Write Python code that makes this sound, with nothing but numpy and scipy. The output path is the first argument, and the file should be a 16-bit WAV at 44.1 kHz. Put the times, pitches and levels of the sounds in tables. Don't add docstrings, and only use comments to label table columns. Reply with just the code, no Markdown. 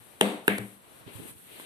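import sys
import numpy as np
from scipy import signal
from scipy.io import wavfile

SR = 44100
rng = np.random.default_rng(int(sys.argv[2]) if len(sys.argv) > 2 else 0)


def materialize(psi):
    bounded = np.clip(np.atleast_2d(psi).T, -1, 1)
    quanta = np.round(bounded * 32767).astype(np.int16)
    wavfile.write(sys.argv[1], SR, quanta)


def volts_from_db(level):
    exponent = np.asarray(level, float) / 20
    return 10 ** exponent


N = 72765

FADE_DB_PER_S2 = 174
PAPER_ALIKE = [(100, 0.7), (1400, -0.52), (4000, 0.03)]    # (pitch [Hz], likeness of left and right [-1..1])


def rms_one(x):
    return x / np.sqrt(np.mean(x ** 2) + 1e-20)


def in_time(rows):
    s, *columns = np.transpose(rows)
    return [np.interp(np.arange(N) / SR, s, column) for column in columns]


def at_hz(points, hz):
    table_hz, values = np.transpose(points)
    return np.interp(np.log(hz), np.log(table_hz), values)


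def sides(pan_db):
    return volts_from_db(np.array([pan_db, -pan_db]) / 2)


def band(x, edges_hz):
    return signal.sosfilt(signal.butter(3, edges_hz, "band", fs=SR, output="sos"), x)


def steep(x, cut_hz):
    return signal.sosfilt(signal.cheby2(10, 40, cut_hz, fs=SR, output="sos"), x)


def drift(rate):
    r = np.exp(-80 * np.pi * rate / SR)
    slow = signal.lfilter([1], [1, -2 * r, r * r], rng.standard_normal(N // 40 + 502))[500:]
    return np.interp(np.arange(N) / 40, np.arange(len(slow)), rms_one(slow))


def flicker(patchy_db):
    together = 0.6 * drift(14)
    return lambda hz: volts_from_db(patchy_db * (together + drift(36.0)))


def banded(spectrum, alike, gain_at, size=N):
    out = 0
    edges_hz = 30 * 2 ** (np.arange(28) / 3)
    white = rng.standard_normal((2, 2, size))
    for k, (low, high) in enumerate(zip(edges_hz, edges_hz[1:])):
        third = signal.butter(2, [low, high], "band", fs=SR, output="sos")
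        mid, side = signal.sosfilt(third, white[k % 2])
        hz = np.sqrt(low * high)
        likeness = np.clip(at_hz(alike, hz), -1, 1)
        stereo = np.sqrt(1 + likeness) * mid + np.sqrt(1 - likeness) * side * [[1], [-1]]
        out = out + volts_from_db(at_hz(spectrum, hz)) * gain_at(hz) * stereo
    return out


def ring(clicks, hz, t60):
    r, w = volts_from_db(-60 / (t60 * SR)), 2 * np.pi * hz / SR
    return signal.lfilter([0, np.sin(w)], [1, -2 * r * np.cos(w), r * r], clicks + 1e-18)


def bounce(contacts, modes):
    left_lag_s = 0.0002
    out = np.zeros((2, N))
    for hz, level_db, t60, pan_db in modes:
        clicks = np.zeros((2, N))
        for s, db, side_db, bright_db in contacts:
            at = [int((s + left_lag_s) * SR), int(s * SR)]
            chance_db = rng.normal(0, 1.5, 2)
            strike_db = db + level_db + bright_db * np.log2(hz / 3000) + chance_db
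            clicks[[0, 1], at] = volts_from_db(strike_db) * sides(side_db + pan_db) * rng.choice([-1, 1])
        out += ring(clicks, hz, t60)
    return out


def ball_bounces():
    # (time [s], level [dB], left-right [dB], brightness [dB per octave])
    first_contacts = [
        (.2097, -27, 2, 5.),
        (.2112, -8, -1, 0.),
        (.2119, -9, 2, -1.),
    ]
    second_contacts = [
        (.4789, -29.5, -1, 13),
        (.4797, -9, 1, 1.75),
        (.4806, -7.5, 0.53, 0.87),
    ]
    # (pitch [Hz], level [dB], t60 [s], left-right [dB])
    first_modes = [(438, -4.5, 0.022, -0.5), (814, -10, 0.021, -1), (1760, -4.5, 0.0068, 4.5),
                   (2980, 2, 0.0051, 7.5), (3560, -2, 0.0041, 7), (6870, 0.5, 0.0022, 13),
                   (8870, -8.5, 0.0067, -18.5), (9800, -27, 0.0064, -22), (11380, -11, 0.011, 7.5),
                   (13400, -6.5, 0.0064, 4)]
    second_modes = [(420.5, 1, 0.026, 5.5), (907, -16, 0.028, 11.5), (1645, 3.5, 0.0064, 0.5),
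                    (2710, -7, 0.0078, 11.5), (3360, -16, 0.007, -9.5), (2130, -19, 0.004, -3),
                    (8750, -10, 0.013, 3), (10180, -15, 0.0047, -6), (11700, -13.5, 0.0057, 8.5),
                    (13600, -24, 0.011, 13)]
    return bounce(first_contacts, first_modes) + bounce(second_contacts, second_modes)


def edge_ticks():
    # (time [s], level [dB], left-right [dB], brightness [dB per octave])
    edge_contacts = [
        (.5815, -23, 4.8, 0.013),
        (.5843, -26.5, 3, 0.),
    ]
    # (pitch [Hz], level [dB], t60 [s], left-right [dB])
    edge_modes = [(1750, -2.5, 0.0062, 0), (2710, -13, 0.0025, 0), (6500, -14, .002, 0),
                  (7900, -2, 0.0034, 0), (9640, -2.5, 0.0048, 1), (12100, -8, .003, 1),
                  (13200, -18, .002, 0)]
    rebound_modes = [(420, 1, 0.013, 0), (2300, -12, 0.0034, 0), (4630, -4, 0.0036, 0),
                     (6250, 3.5, 0.0014, 0), (8000, 7.5, 0.0064, 0), (10100, 2, .003, 1),
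                     (11700, -5, .003, 1)]
    return bounce(edge_contacts[:1], edge_modes) + bounce(edge_contacts[1:], rebound_modes)


def desk():
    # (time [s], level [dB], tilt [dB per octave], boost of the lowest modes [dB])
    desk_blows = [
        (0.21, -29, 1.5, 1),
        (.481, -31.5, -4, 6),
        (0.584, -40, -7, 15.5),
    ]
    # (pitch [Hz], level [dB], t60 [s], swell [s])
    panel_modes = [(113.4, -17, 0.35, 0.0032), (133, -27, 0.13, 0.0025), (196.36, 3, 0.5, 0.0017),
                   (205.24, 4, 0.36, 0.0037), (239.1, -9.5, 0.91, 0.012), (301.5, 2, 0.44, 0.035),
                   (415.3, 0, 0.48, 0.004), (503.3, 0.5, 0.39, 0.0031), (635, 0.5, 0.16, 0.0049),
                   (716, -7.5, 0.2, 0.0076), (914, -18, 1, 0.043), (963, -19, 0.17, .01)]
    out = np.zeros(N)
    for s, db, tilt_db, lowest_db in desk_blows:
        start = int(s * SR)
        t = np.arange(N - start) / SR
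        for k, (hz, level_db, t60, swell_s) in enumerate(panel_modes):
            blow_db = db + level_db + tilt_db * np.log2(hz / 200) + lowest_db * (hz < 150)
            fall = volts_from_db(blow_db - 60 * t / t60 - FADE_DB_PER_S2 * t ** 2)
            swell = 1 - np.exp(-t / swell_s)
            out[start:] += (-1) ** k * fall * swell * np.sin(2 * np.pi * hz * t)
    return out * sides(5.7)[:, None]


def echoes(x):
    # (delay [s], left level [dB], right level [dB])
    wall_echoes = [(.0045, -20, -12), (.0090, -16, -9), (.0110, -17, -12), (.0160, -28, -14),
                   (.0195, -20, -19), (.0265, -26, -18)]
    paths = np.zeros((2, SR // 20))
    for s, left_db, right_db in wall_echoes:
        at = int(s * SR) + rng.integers(0, 35, (2, 4))
        paths[[[0], [1]], at] = volts_from_db([[left_db], [right_db]]) * rng.normal(0, 0.31, (2, 4))
    return signal.fftconvolve(x, paths, axes=1)[:, :N]


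def room():
    # (time [s], level [dB], extra fall [dB per s])
    room_tails = [
        (0.211, -27, -9),
        (.480, -27.5, 50),
        (0.581, -47.5, 19),
    ]
    # (pitch [Hz], level [dB])
    first_colour = [(120, -37), (200, -8), (700, -12), (1300, -20.5), (3600, -21), (5500, -31.5),
                    (9000, -25.5), (14000, -44)]
    second_colour = [(120, -23), (210, -7), (1300, -20), (1870, -7.5), (3800, -25.5), (5300, -38),
                     (8700, -31), (14000, -35)]
    edge_colour = [(100, -9), (400, -8), (3500, -37), (6000, -28), (10000, -41)]
    # (pitch [Hz], t60 [s])
    tail_t60 = [(150, 0.7), (800, 0.84), (4000, 0.69), (12000, 0.65)]
    # (pitch [Hz], likeness of left and right [-1..1])
    room_alike = [(60, 0.49), (200, 0.8), (640, 0.87), (1400, -0.51), (3000, 0.13)]
    start_s, swell_s = 0.0013, 0.011
    out, size = np.zeros((2, N)), SR // 2
    t = np.maximum(np.arange(size) / SR - start_s, 0)
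    for (s, db, fall_db), colour in zip(room_tails, (first_colour, second_colour, edge_colour)):
        tail = banded(colour, room_alike, lambda hz: volts_from_db(-60 * t / at_hz(tail_t60, hz)), size=size)
        fall = volts_from_db(db + 22 - fall_db * t - FADE_DB_PER_S2 * t ** 2)
        start = int(s * SR)
        out[:, start:start + size] += tail * fall * (1 - np.exp(-t / swell_s))
    return out * sides(2.85)[:, None]


def rubbing():
    # (time [s], level [dB], left-right [dB])
    rub_moves = [(0, -62.5, 22), (.11, -62, 22.5), (.18, -63, 20), (.43, -79, 45), (.47, -46, -6),
                 (.72, -54.5, 10), (.80, -60.5, 4), (.99, -59.5, 18), (1.05, -61.5, 7.5), (1.10, -54.5, 0),
                 (1.15, -49.5, 12), (1.25, -49.5, 10.5), (1.30, -43.5, 0.5), (1.345, -54.5, 4),
                 (1.385, -51, 1), (1.50, -51.5, -1), (1.61, -44.5, -2), (1.65, -50, -2)]
    # (pitch [Hz], level [dB])
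    rub_colour = [(300, -26), (1000, -17.5), (3400, -18), (6000, -19.5), (8000, -13.5), (10100, -8.5),
                  (13000, -25), (14600, -12)]
    rub_db, pan_db = in_time(rub_moves)
    return volts_from_db(rub_db) * sides(pan_db) * rms_one(banded(rub_colour, PAPER_ALIKE, flicker(1.0)))


def thumps():
    # (time [s], level [dB], pitch [Hz], t60 [s], left-right [dB])
    arm_thumps = [(0, -57, 118, 0.25, 14), (0.873, -50, 116, 0.021, 17), (1.064, -45, 122, 0.05, -27.5),
                  (1.076, -37, 262, 0.023, 8), (1.151, -45.5, 108.6, 0.19, -22),
                  (1.194, -43, 168, 0.032, -26), (1.200, -37, 278, 0.018, -22),
                  (1.254, -34.5, 245, 0.023, -13), (1.307, -46, 121, 0.075, -11),
                  (1.354, -62, 106, 0.08, -37)]
    out = np.zeros((2, N))
    for s, db, hz, t60, pan_db in arm_thumps:
        start = int(s * SR)
        t = np.arange(min(int(t60 * SR), N - start)) / SR
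        phase = rng.uniform(0, 2 * np.pi) + rng.normal(0, 0.78, (2, 1))
        rounded = 1 - np.exp(-t * hz * 7.0)
        push = rounded * volts_from_db(-60 * t / t60) * np.sin(2 * np.pi * hz * t + phase)
        out[:, start:start + len(t)] += volts_from_db(db + 0.5) * sides(pan_db)[:, None] * push
    return out


def drag():
    # (time [s], level [dB])
    drag_moves = [(1.05, -93), (1.08, -52), (1.13, -60), (1.2, -50), (1.31, -54), (1.345, -63.5)]
    lumps = volts_from_db(in_time(drag_moves)[0] + 2.0 * np.array([drift(33.0), drift(30.0)]))
    low_noise = band(rng.standard_normal((2, N)), (88, 460))
    return lumps * sides(4.8)[:, None] * rms_one(low_noise)


def rustle():
    # (time [s], level [dB])
    rustle_moves = [(1.04, -95), (1.075, -52), (1.12, -55), (1.30, -63), (1.34, -99), (1.44, -64.5),
                    (1.52, -55.5), (1.60, -53), (1.65, -53)]
    # (pitch [Hz], level [dB])
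    rustle_colour = [(150, -8.5), (400, -2.5), (1300, -13), (2700, -6.5), (4300, -10.5), (6000, -27)]
    noise = rms_one(banded(rustle_colour, PAPER_ALIKE, flicker(0.9)))
    return volts_from_db(in_time(rustle_moves)[0]) * sides(12.6)[:, None] * noise


def nail_taps():
    # (time [s], level [dB], left-right [dB], brightness [dB per octave])
    nail_contacts = [
        (1.5986, -32, 0, 0.),
        (1.078, -44, 0, 2.),
        (1.088, -48, 0, 0.),
        (1.200, -46, -6, 0.),
    ]
    # (pitch [Hz], level [dB], t60 [s], left-right [dB])
    nail_modes = [(380, -10, .03, 0), (620, -9, .012, 0), (1020, -7, .018, 0), (1500, -5, .004, 0),
                  (2100, -3, .003, 0), (2900, -3, .003, 0)]
    return bounce(nail_contacts, nail_modes)


def noise_floor():
    # (time [s], level [dB])
    floor_level = [(.1, -55.5), (.8, -57.5), (1., -53), (1.3, -55.5), (1.37, -66), (1.5, -85)]
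    # (pitch [Hz], level [dB])
    floor_colour = [(40, 4), (100, -1), (500, -2), (3400, -13), (5900, -12), (10400, -20), (14000, -40)]
    # (pitch [Hz], likeness of left and right, limited to [-1..1])
    floor_alike = [(60, -0.65), (180, 0.58), (550, 0.15), (1650, -0.17), (4970, 0.34), (15000, -1.5)]
    return volts_from_db(in_time(floor_level)[0]) * rms_one(banded(floor_colour, floor_alike, flicker(0.93)))


def scene():
    ball_band_hz = (193, 12500)
    hits = band(ball_bounces(), ball_band_hz)
    ticks = band(edge_ticks() + nail_taps(), ball_band_hz)
    ringing_on = desk() + echoes(band(hits, (570, 14000))) + room()
    hand = rubbing() + thumps() + drag() + rustle()
    return hits + ticks + steep(ringing_on + hand + noise_floor(), 14750)


def roll_off(x):
    return signal.sosfilt(signal.butter(12, 16520, fs=SR, output="sos"), x)


def record(dry):
    dip = 0.66
    dipped = signal.sosfilt(signal.butter(2, (4325, 7860), "bandstop", fs=SR, output="sos"), dry)
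    x = (1 - dip) * dry + dip * dipped
    x = signal.sosfilt(signal.butter(3, 69, "high", fs=SR, output="sos"), x)
    x = steep(np.tanh(x), 16000)
    return roll_off(x)


dry = scene()
out = record(dry)
materialize(out)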